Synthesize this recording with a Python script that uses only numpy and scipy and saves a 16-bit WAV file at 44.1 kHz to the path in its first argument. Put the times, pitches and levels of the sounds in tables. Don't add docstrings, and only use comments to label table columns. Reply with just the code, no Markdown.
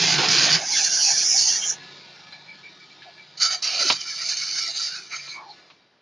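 import sys
import numpy as np
from scipy import signal
from scipy.fft import rfft, irfft, next_fast_len
from scipy.io import wavfile
from scipy.ndimage import uniform_filter1d, minimum_filter1d, map_coordinates

SR = 44100
rng = np.random.default_rng(int(sys.argv[2]) if len(sys.argv) > 2 else 0)


def output_pcm(signal):
    pcm = np.clip(np.atleast_2d(signal).T, -1, 1) * 32767
    wavfile.write(sys.argv[1], SR, np.round(pcm).astype(np.int16))


N = 265305


def amp(db):
    return 10 ** (np.asarray(db) / 20)


def unit(x):
    return x / np.sqrt(np.mean(x ** 2) + 1e-20)


def seconds():
    return np.arange(N) / SR


def curves(rows):
    times, *columns = np.transpose(rows)
    return [np.interp(seconds(), times, column, left=-120, right=-120) for column in columns]


def strokes(rows, release_db_per_s):
    t, levels = seconds(), []
    for start, attack_s, length, *dbs in rows:
        rise = np.clip((t - start) / attack_s, 1e-6, 1)
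        shape_db = 20 * np.log10(rise) - release_db_per_s * np.maximum(t - start - length, 0)
        levels.append([db + shape_db for db in dbs])
    return np.max(levels, axis=0)


def wobble(rate):
    return map_coordinates(rng.standard_normal(int(N * rate / SR) + 4), [np.arange(N) * rate / SR])


def filtered(x, response):
    size = next_fast_len(N + 8192)
    return irfft(rfft(x, size) * response(np.fft.rfftfreq(size, 1 / SR)), size)[..., :N]


def colour(points):
    f, db = np.transpose(points)
    return lambda hz: amp(np.interp(np.log(hz + 1), np.log(f + 1), db))


def snaps(rate, spread_db, clump_db, bed):
    breaks = (rng.random(N) < rate / SR) * rng.choice([-1, 1], N)
    sizes = amp(spread_db * rng.uniform(-0.61, 1, N))
    texture = unit(breaks * sizes) + bed * rng.standard_normal(N)
    return unit(texture * amp(clump_db * np.tanh(wobble(70) + wobble(330))))


def drifting(x, depth_db, edge=None):
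    hz, t, spectrum = signal.stft(x, SR, nperseg=1024)
    drift = rng.standard_normal(spectrum.shape)
    for _ in range(2):
        drift = uniform_filter1d(uniform_filter1d(drift, size=3, axis=0), size=7, axis=1)
    shifted = spectrum * amp(depth_db * unit(drift).clip(-2, 2))
    if edge is not None:
        above_hz = hz[:, None] - np.interp(t, *np.transpose(edge))
        shifted *= .53 + .47 * np.tanh(above_hz / 140)
    shifted *= np.linalg.norm(spectrum, axis=0) / (np.linalg.norm(shifted, axis=0) + 1e-12)
    return signal.istft(shifted, SR, nperseg=1024)[1][:N]


def scrape(fibres, eq, level_db, drift_db, edge=None):
    return amp(level_db) * unit(drifting(filtered(fibres, colour(eq)), drift_db, edge))


def narrow(hz, width_hz):
    lowpass = signal.butter(2, width_hz / 2, fs=SR, output="sos")
    slip = signal.sosfilt(lowpass, rng.standard_normal((2, N)))
    phase = 2 * np.pi * np.cumsum(hz) / SR
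    return unit(slip[0] * np.cos(phase) + slip[1] * np.sin(phase))


def ringing(modes, wander, swell_db=5):
    out = np.zeros(N)
    for hz, width_hz, db in modes:
        band = narrow(hz * (1 + wander * wobble(9)), width_hz)
        out += amp(db) * unit(band * amp(swell_db * np.tanh(wobble(14))))
    return unit(out)


def air():
    air_eq = [(20, -12), (70, -6.5), (130, -4), (400, 0.5), (2500, -7.5), (5000, -10.5), (8000, -39)]
    return unit(filtered(rng.standard_normal((2, N)), colour(air_eq)))


def drive():
    whirr_eq = [(260, -30), (450, -11.5), (740, -4.5), (1020, -5.5), (1200, -9), (1300, -7), (1590, -10),
                (1640, -6), (2120, -7), (2290, -6), (2990, -8), (3640, -1.5), (4920, -4), (7120, -22.5),
                (9260, -40), (15700, -120)]
    frame_modes = [(730, 23, -3.5), (1258, 14, -0.5), (1470, 28, 1.5), (1707, 18, 5), (2340, 18, 4.5),
                   (4040, 180, 0.5), (4160, 27, 2.5)]
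    rumble_eq = [(20, -33), (40, -25), (75, -13), (110, -9.5), (145, 4), (200, -2.5), (240, -6.5),
                 (370, 2.5), (480, -10), (560, -29), (730, -41.5), (1200, -120)]
    motor_tones = [(100, -7.5), (142, -1), (172, -1.5), (200, -2.5)]
    load_end_s, load_ease_s, motor_off_s = 1.784, 0.57, 5.58
    whirr_fade_db_per_s, hum_fade_db_per_s = 51, 37
    t = seconds()
    load = np.exp(-np.maximum(t - load_end_s, 0) / load_ease_s)
    coasting_s = np.maximum(t - motor_off_s, 0)
    whirr_db = -52 + 8.5 * load - whirr_fade_db_per_s * coasting_s
    hum_db = -62.5 + 7 * load - hum_fade_db_per_s * coasting_s
    rub = snaps(rate=1500, spread_db=2, clump_db=1, bed=1)
    whirr = scrape(rub, whirr_eq, whirr_db, drift_db=3)
    singing = amp(whirr_db - 6.5) * ringing(frame_modes, wander=0.00098)
    rumble = scrape(rng.standard_normal(N), rumble_eq, hum_db + 1.5 * wobble(8), drift_db=5)
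    hum = sum(amp(db + 2.1 * wobble(5.5)) * np.sin(2 * np.pi * hz * t + 0.55 * wobble(7.1))
              for hz, db in motor_tones)
    return whirr + singing + rumble + amp(hum_db - 5) * hum


def skin():
    # t/s, attack/s, length/s, hiss/dB, tearing/dB
    turns = [(-0.025, 0.023, 0.31, -21.5, -25.5), (0.285, 0.029, 0.27, -17, -24.5)]
    hiss_eq = [(2240, -24), (3800, -13), (4240, -5), (4980, 1), (5620, -5), (6550, -5.5), (6900, -12),
               (7120, -15.5), (9260, -45), (15700, -120)]
    tearing_eq = [(250, -48), (420, -30), (534, -21.5), (720, -1.5), (849, -5.5), (1350, -5.5), (1500, 0),
                  (2000, -2), (2310, 1), (3890, -4.5), (4200, -3.5), (5460, -28.5), (9240, -120)]
    shudder_eq = [(20, -42), (40, -36), (70, -27), (110, -18.5), (135, 6), (165, 9), (205, -6.5),
                  (260, -2.5), (340, -2), (460, -1.5), (540, -33), (700, -43), (1140, -120)]
    fresh_s, dulling_db_per_s = 0.15, 56.5
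    hiss_db, tear_db = strokes(turns, release_db_per_s=216)
    t, starts = seconds(), np.transpose(turns)[0]
    into_turn_s = t - starts[np.maximum(np.searchsorted(starts, t) - 1, 0)]
    hiss_db = hiss_db - dulling_db_per_s * np.maximum(into_turn_s - fresh_s, 0) + 2 * wobble(24.13)
    fibres = snaps(rate=3000, spread_db=-2, clump_db=-0.5, bed=0.32)
    hiss = scrape(fibres, hiss_eq, hiss_db, drift_db=2) + fizz(fibres, hiss_db - 25.5)
    tearing = scrape(fibres, tearing_eq, tear_db, drift_db=3)
    shudder = scrape(fibres, shudder_eq, tear_db - 10.5 + 1.1 * wobble(8.6), drift_db=5)
    return hiss + tearing + shudder


def fizz(fibres, level_db):
    return amp(level_db) * unit(filtered(fibres + rng.standard_normal(N), lambda hz: hz > 8000))


def stick_slip(rows):
    out = np.zeros(N + SR)
    for centre, half_length, hz, width_hz, db, glide in rows:
        t = np.arange(int(2 * half_length * SR)) / SR
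        lowpass = signal.butter(2, width_hz / 2, fs=SR, output="sos")
        noise = signal.sosfilt(lowpass, rng.standard_normal((2, SR // 2)))[:, -len(t):]
        slip = noise[0] + 1j * noise[1]
        slip /= np.abs(slip) ** 0.5
        pitch = hz * (1 + glide * (t / half_length - 1))
        tone = unit(np.real(slip * np.exp(2j * np.pi * np.cumsum(pitch) / SR)))
        out[round((centre - half_length) * SR):][:len(t)] += amp(db) * tone * np.hanning(len(t)) ** 2
    return out[:N]


def squeaks():
    # centre t/s, half length/s, f/Hz, width/Hz, level/dB, glide/share of pitch
    slips = [(0.1, 0.041, 708, 110, -32, -0.013), (0.245, 0.037, 732, 120, -26, -.04),
             (0.29, 0.094, 176, 91, -35, 0), (0.48, 0.057, 728, 120, -31.5, 0.0046),
             (0.62, 0.074, 728, 130, -33, -0.0059), (0.64, 0.071, 1664, 150, -39, 0.033),
             (0.715, 0.047, 880, 110, -38.5, 0.075), (0.745, 0.043, 2220, 170, -30, -0.092),
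             (0.765, .07, 3450, 350, -29.5, 0), (0.79, 0.077, 1676, 190, -31.5, -0.073),
             (0.8, 0.06, 2660, 220, -33, -0.022), (0.815, 0.054, 780, 110, -42, -.06),
             (0.865, 0.07, 2365, 260, -40, -0.000096), (0.88, 0.053, 1638, 150, -34.5, -0.046),
             (0.935, 0.059, 2870, 130, -38, 0), (0.99, .06, 1582, 132, -36, .06),
             (1.015, 0.048, 3020, 160, -32.5, -0.013), (1.076, .075, 2575, 199, -31.5, 0.031),
             (1.101, 0.063, 799, 100, -33, -0.02), (1.152, 0.085, 1703, 160, -36, -0.08),
             (1.21, 0.043, 2430, 220, -36, 0.048), (1.339, 0.097, 2235, 110, -39, -0.1),
             (1.358, 0.054, 761, 100, -36.5, .04), (1.482, 0.063, 798, 120, -41, -0.043),
             (1.495, 0.059, 3070, 350, -34.5, 0.089), (1.56, 0.06, 1805, 170, -38.5, 0.07),
             (1.638, .06, 3180, 170, -29.5, 0.032), (2.92, 0.037, 2310, 50, -50, 0.0036),
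             (3.083, 0.068, 720, 110, -46, -.04), (3.213, 0.073, 2323, 60, -48, -0.0024),
             (3.462, 0.067, 1340, 110, -31, 0.0166), (3.545, 0.066, 719, 130, -41.5, 0),
             (3.58, .045, 4520, 80, -44, 0), (3.642, .022, 4640, 160, -26, .02),
             (3.678, 0.019, 4680, 200, -24, -0.019), (4.01, 0.054, 3030, 150, -38, -0.041),
             (4.2, 0.063, 2290, 170, -40.5, 0), (4.22, 0.069, 1375, 140, -44.5, -.05),
             (4.423, 0.03, 2230, 169, -34, 0.031), (4.58, .07, 1524, 200, -40, 0.038),
             (4.6, .06, 2280, 200, -42, -.04), (4.695, .037, 722, 101, -47, 0.0015),
             (4.949, .14, 1520, 170, -41.5, -.03), (5.138, .059, 2260, 290, -32, -.06),
             (5.141, 0.049, 1353, 201, -38, 0.0021), (5.17, 0.066, 6360, 160, -41, 0),
             (5.196, 0.036, 2340, 130, -37.5, 0.0051), (5.304, 0.065, 4150, 380, -36.5, 0),
             (5.354, 0.1, 2270, 140, -38, -0.023), (5.401, 0.1, 1013, 258, -40, -0.0092),
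             (5.485, 0.11, 831, 130, -44.5, -0.11), (5.51, 0.041, 4270, 420, -43, 0)]
    return stick_slip(slips)


def knocks():
    hits = [(0.185, -14, -4.5, 0.18), (0.234, -17, -24, 0.12), (3.802, -27, -3, 0.097),
            (3.9001, -6, -16, 0.082), (5.277, -35, -18, 0.072), (5.701, -38, -41, 0.098)]
    # f/Hz, level/dB
    clack_eq = [(150, -28.5), (400, -5), (750, 0.5), (1100, 5.5), (1700, -7), (2400, 3), (3900, 3.5),
                (5000, -6.5), (7000, -30.5), (9000, -70)]
    thud_eq = [(40, -26), (90, -18), (140, -3), (320, 3.5), (500, 6), (900, -45)]
    clack = unit(filtered(rng.standard_normal(N), colour(clack_eq)))
    thud = unit(filtered(rng.standard_normal(N), colour(thud_eq)))
    out, t = np.zeros(N + SR), np.arange(SR // 2) / SR
    for start, db, thud_db, t60 in hits:
        at = round(start * SR)
        blow = (clack + amp(thud_db + 2) * thud)[at:at + len(t)]
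        envelope = amp(-60 * t / t60) * (1 - np.exp(-t / 0.00054))
        out[at:at + len(blow)] += amp(db - 6.5) * blow * envelope[:len(blow)]
    return out[:N]


def tears():
    bundles = [(0.5, .008, -18.5), (0.524, 0.026, -16.5), (1.38, 0.014, -21), (3.42, .004, -16),
               (3.623, .006, -29.5), (3.641, 0.0091, -25.5), (3.81, .006, -27.5), (3.883, 0.009, -22),
               (4.001, 0.017, -33), (4.211, .022, -29.5), (4.286, 0.011, -24.5), (4.367, 0.0054, -28),
               (4.414, .008, -30.5), (4.549, 0.0045, -29.5), (4.583, 0.008, -26), (4.797, .012, -30.5),
               (4.835, .012, -30)]
    crackle_eq = [(1000, -33), (2400, -16.5), (3350, -21.5), (4200, -5), (4750, 1), (5150, -5), (5400, -5),
                  (5750, -6.5), (6400, -7), (7200, -21.5), (9200, -51.5)]
    attack_s = .0015
    bursts = [(start, attack_s, length, db) for start, length, db in bundles]
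    level_db, = strokes(bursts, release_db_per_s=598)
    fibres = snaps(rate=900, spread_db=0.5, clump_db=1, bed=0.43)
    return scrape(fibres, crackle_eq, level_db, drift_db=5) + fizz(fibres, level_db - 26)


def ribbon():
    cut = [(0.58, -34), (0.6, -32.5), (0.686, -29.5), (0.726, -19.5), (0.835, -22.5), (0.852, -17),
           (0.894, -22.5), (0.95, -20), (1.05, -17.5), (1.25, -20), (1.37, -18), (1.494, -20), (1.566, -25),
           (1.586, -28), (1.64, -26.5), (1.69, -26.5), (1.704, -21), (1.742, -38), (1.77, -56)]
    edge = [(.6, 4700), (.7, 4570), (.73, 3950), (.95, 4060), (.985, 4410), (1.03, 4100), (1.23, 4120),
            (1.27, 4990), (1.35, 4900), (1.39, 4350), (1.555, 4120), (1.61, 5100), (1.72, 5400)]
    slice_eq = [(2060, -48), (3600, -16), (4200, -4), (4900, -3.5), (5870, 0.5), (6490, -3.5),
                (7120, -10.5), (9260, -63.5), (15700, -120)]
    curl_eq = [(260, -17), (450, -13.5), (553, -31), (640, -10), (803, -6.5), (942, -14.5), (1250, -21),
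               (1590, -6.5), (2010, -8.5), (2250, -8), (2460, -13.5), (2680, -4.5), (3050, -10), (3450, -6),
               (3850, -9.5), (4200, -8), (5460, -41), (9240, -120)]
    loss_db_per_octave, fade_db_per_s = 10.5, 3
    t = seconds()
    hiss_db, = curves(cut)
    edge_s, edge_hz = np.transpose(edge)
    edge_octaves = np.log2(np.interp(t, edge_s, edge_hz) / edge_hz.min())
    curl_db = -28.5 - loss_db_per_octave * edge_octaves - fade_db_per_s * (t - edge_s[0])
    curl_db = np.minimum(curl_db, hiss_db - 6)
    fibres = snaps(rate=2000, spread_db=-6, clump_db=1, bed=0.92)
    hiss = scrape(fibres, slice_eq, hiss_db + 1.2 * wobble(27.96), drift_db=3, edge=edge)
    hiss += fizz(fibres, hiss_db - 19)
    squeal = amp(curl_db - 12) * curl_squeals()
    rasp = scrape(fibres, curl_eq, curl_db - 7, drift_db=5)
    return hiss + squeal + rasp + chirps(cut, curl_db - 9.5)


def curl_squeals():
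    modes = [(826, 81, -7.5), (1656, 130, -2), (2260, 130, 6), (2830, 86, 7.5), (3410, 200, -2.5)]
    out = np.zeros(N)
    for hz, width_hz, db in modes:
        caught = np.clip(wobble(24), 0, 1)
        out += amp(db) * unit(caught * narrow(hz * (1 + .03 * wobble(18)), width_hz))
    return unit(out)


def chirps(cut, level_db):
    per_s, half_length_s, max_glide = 13, .045, 0.0745
    low_hz, high_hz, width_hz = 1350, 3276, 140
    start, end = cut[0][0], cut[-1][0]
    jitter, height, bend = rng.random((int(per_s * (end - start)), 3)).T
    times = start + (np.arange(len(jitter)) + jitter) / per_s
    pitches = low_hz * (high_hz / low_hz) ** height
    glides = max_glide * (2 * bend - 1)
    return stick_slip([(s, half_length_s, hz, width_hz, level_db[round(s * SR)], glide)
                       for s, hz, glide in zip(times, pitches, glides)])


def clinks():
    taps = [(2.324, -43.5, -45.5, 6.5), (3.02, -43.5, -41.5, -16), (3.179, -50, -50, -3)]
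    steel_modes = [(1698, -1, 0.11), (2350, -5.5, 0.58), (4075, -0.5, 0.2), (4700, -11, .13)]
    tick_t60_s, tick_attack_s = 0.2, 0.0018
    out, t = np.zeros(N + SR), np.arange(SR // 2) / SR
    band = signal.butter(5, [1300, 4900], "bandpass", fs=SR, output="sos")
    for start, tick_db, ring_db, tilt_db in taps:
        envelope = amp(tick_db - 60 * t / tick_t60_s) * (1 - np.exp(-t / tick_attack_s))
        clink = envelope * unit(signal.sosfilt(band, rng.standard_normal(len(t))))
        for hz, db, t60 in steel_modes:
            mode_db = ring_db + db + tilt_db * np.log2(hz / steel_modes[0][0])
            clink += amp(mode_db - 60 * t / t60) * np.sin(2 * np.pi * hz * t)
        out[round(start * SR):][:len(t)] += clink
    return out[:N]


def idle_rubs(count):
    first_s, turn_s, loudest_s, fade_db_per_s = 2.346, .161, 2.576, 54
    half_length_s, hz, width_hz = .065, 2314, 70
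    times = first_s + turn_s * np.arange(count)
    levels_db = np.maximum(-36.5 - fade_db_per_s * np.abs(times - loudest_s), -54.5)
    return stick_slip([(s, half_length_s, hz, width_hz, db, 0) for s, db in zip(times, levels_db)])


def cone():
    bites = [(3.368, 0.013, .035, -37, -46), (3.394, 0.028, 0.069, -17, -26),
             (3.48, 0.03, 0.057, -24, -26.5), (3.62, 0.0047, 0.21, -25.5, -34),
             (3.785, 0.013, 0.043, -20, -24.5), (3.83, .015, 0.099, -22, -29),
             (5.1, 0.028, 0.068, -36, -37.5), (5.18, 0.018, 0.088, -40, -43),
             (5.262, 0.01, 0.09, -41.5, -47.5)]
    shave = [(3.95, -26), (3.978, -33.5), (4.02, -33), (4.046, -37), (4.096, -27.5), (4.134, -32.5),
             (4.2, -30), (4.29, -26), (4.34, -29.5), (4.6, -26), (4.712, -28), (4.73, -37.5), (4.772, -28),
             (4.845, -26.5), (4.88, -31), (4.95, -33), (5.03, -42.5), (5.092, -47.5), (5.11, -40.5)]
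    hiss_eq = [(2060, -52), (3380, -22.5), (3660, -13.5), (4000, -6.5), (4270, -7.5), (4660, -3.5),
               (4880, -6), (5150, -10), (5350, -3), (5700, -11.5), (5950, -10.5), (6150, -6.5),
               (6400, -7.5), (6700, -15.5), (7000, -18.5), (7250, -24), (9260, -40), (15700, -120)]
    rasp_eq = [(120, -66), (200, -38), (534, -21), (680, -3.5), (994, -23), (1340, 6.5), (1560, -3.5),
               (1900, -2.5), (2250, -0.5), (2630, -7), (3020, 4), (3330, -18), (3900, -11), (5070, -26),
               (8580, -120)]
    edge_modes = [(4434, 70, 0.5), (4675, 57.5, 2.5)]
    blade_modes = [(710, 126, -14.5), (1367, 81, 1), (1737, 150, -6.5), (2080, 140, -2.5), (2357, 140, 9),
                   (3033, 95, -4)]
    shave_db, = curves(shave)
    shave_ring_db = np.minimum(-37, shave_db - 7)
    spurts_db = 1.3 * wobble(40)
    bite_db, bite_ring_db = strokes(bites, release_db_per_s=338)
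    hiss_db = np.maximum(bite_db, shave_db + spurts_db)
    ring_db = np.maximum(bite_ring_db, shave_ring_db + spurts_db)
    fibres = snaps(rate=1800, spread_db=5, clump_db=1.3, bed=0.79)
    hiss = scrape(fibres, hiss_eq, hiss_db - 2.5, drift_db=4.5) + fizz(fibres, hiss_db - 28.5)
    flicks = amp(hiss_db - 10) * pings()
    singing = amp(hiss_db - 8) * ringing(edge_modes, wander=.01)
    ring = amp(ring_db - 6.5) * ringing(blade_modes, wander=0.028)
    rasp = scrape(fibres, rasp_eq, ring_db - 7.5, drift_db=5)
    return hiss + flicks + singing + ring + rasp + chirps(shave, shave_ring_db - 5.5)


def pings():
    per_s, centre_hz, detune, t60_s, range_db = 130, 4680, .045, 0.05, 17
    out, t = np.zeros(N + SR), np.arange(SR // 25) / SR
    for k, (jitter, pitch, size) in enumerate(rng.random((int(per_s * N / SR), 3))):
        hz = centre_hz * (1 + detune * (2 * pitch - 1))
        ring = np.sin(2 * np.pi * hz * t) * amp(-60 * t / t60_s)
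        out[int((k + 2 * jitter) / per_s * SR):][:len(t)] += amp(range_db * size) * ring
    return unit(out[:N])


def rip():
    tear_eq = [(240, -62), (400, -25), (607, -6.5), (657, -13.5), (900, -18.5), (1200, -11), (1750, -13),
               (2440, -5), (3050, 1), (3450, -15), (4000, -5), (4300, 1.5), (5590, -31), (9460, -120)]
    groan = [(3.62, 694, -55), (3.66, 694, -54), (3.76, 760, -45), (3.818, 589, -38.5), (3.845, 408, -42),
             (3.862, 332, -35), (3.888, 231, -56), (3.94, 165.4, -48.5), (3.995, 192, -60)]
    break_s, build_s, growth_db_per_s, release_db_per_s = 3.905, .275, 20, 287
    before_s = np.maximum(break_s - seconds(), 0)
    after_s = np.maximum(seconds() - break_s, 0)
    tear_db = -28 - growth_db_per_s * before_s - release_db_per_s * after_s
    fibres = snaps(rate=1000, spread_db=7, clump_db=1.5, bed=0.6)
    tear = scrape(fibres, tear_eq, tear_db, drift_db=5) * (before_s < build_s)
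    groan_hz, groan_db = curves(groan)
    return tear + amp(groan_db) * narrow(groan_hz, width_hz=90)


def room(x, t60):
    walls_eq = [(30, -2.5), (70, -3.5), (140, -6.5), (500, -8), (2000, -12), (5500, -16), (7300, -13),
                (9000, -2)]
    t = np.arange(SR // 2) / SR
    tail = rng.standard_normal((2, len(t))) * amp(-60 * t / t60) * (t > .004)
    wet = signal.fftconvolve(x[None], tail / np.linalg.norm(tail[0]), axes=1)[:, :N]
    return filtered(wet, colour(walls_eq))


def scene():
    lean = [(100, 2), (500, 3), (2000, 2), (5000, 3)]
    wide_above_db = -35
    cutting = skin() + ribbon() + cone() + rip() + tears() + knocks() + clinks() + squeaks()
    panned = filtered(cutting, lambda hz: colour(lean)(hz) ** np.array([[-.5], [.5]]))
    left, right = panned + room(cutting, t60=0.077)
    power = np.abs(uniform_filter1d(cutting ** 2, size=SR // 10))
    width = power / (power + amp(wide_above_db) ** 2)
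    air_mid, air_side = air()
    mid = (left + right) / 2 + drive() + idle_rubs(count=4) + amp(-63.5) * air_mid
    side = width * (left - right) / 2 + amp(-80.5) * air_side
    return np.array([mid + side, mid - side])


def record(dry):
    master_eq = [(20, -18.5), (60, -12), (110, -1.5), (7000, 0), (7500, -6.5), (7850, -42), (8200, -15),
                 (8600, -1), (10500, 0), (11000, -15.5)]
    ceiling, top_hz = .7, 11150
    needed = np.minimum(1, ceiling / (np.abs(dry).max(axis=0) + 1e-9))
    gain = uniform_filter1d(minimum_filter1d(needed, size=241), size=121)
    return filtered(dry * gain, lambda hz: colour(master_eq)(hz) * (hz < top_hz))


dry = scene()
out = record(dry)
output_pcm(out)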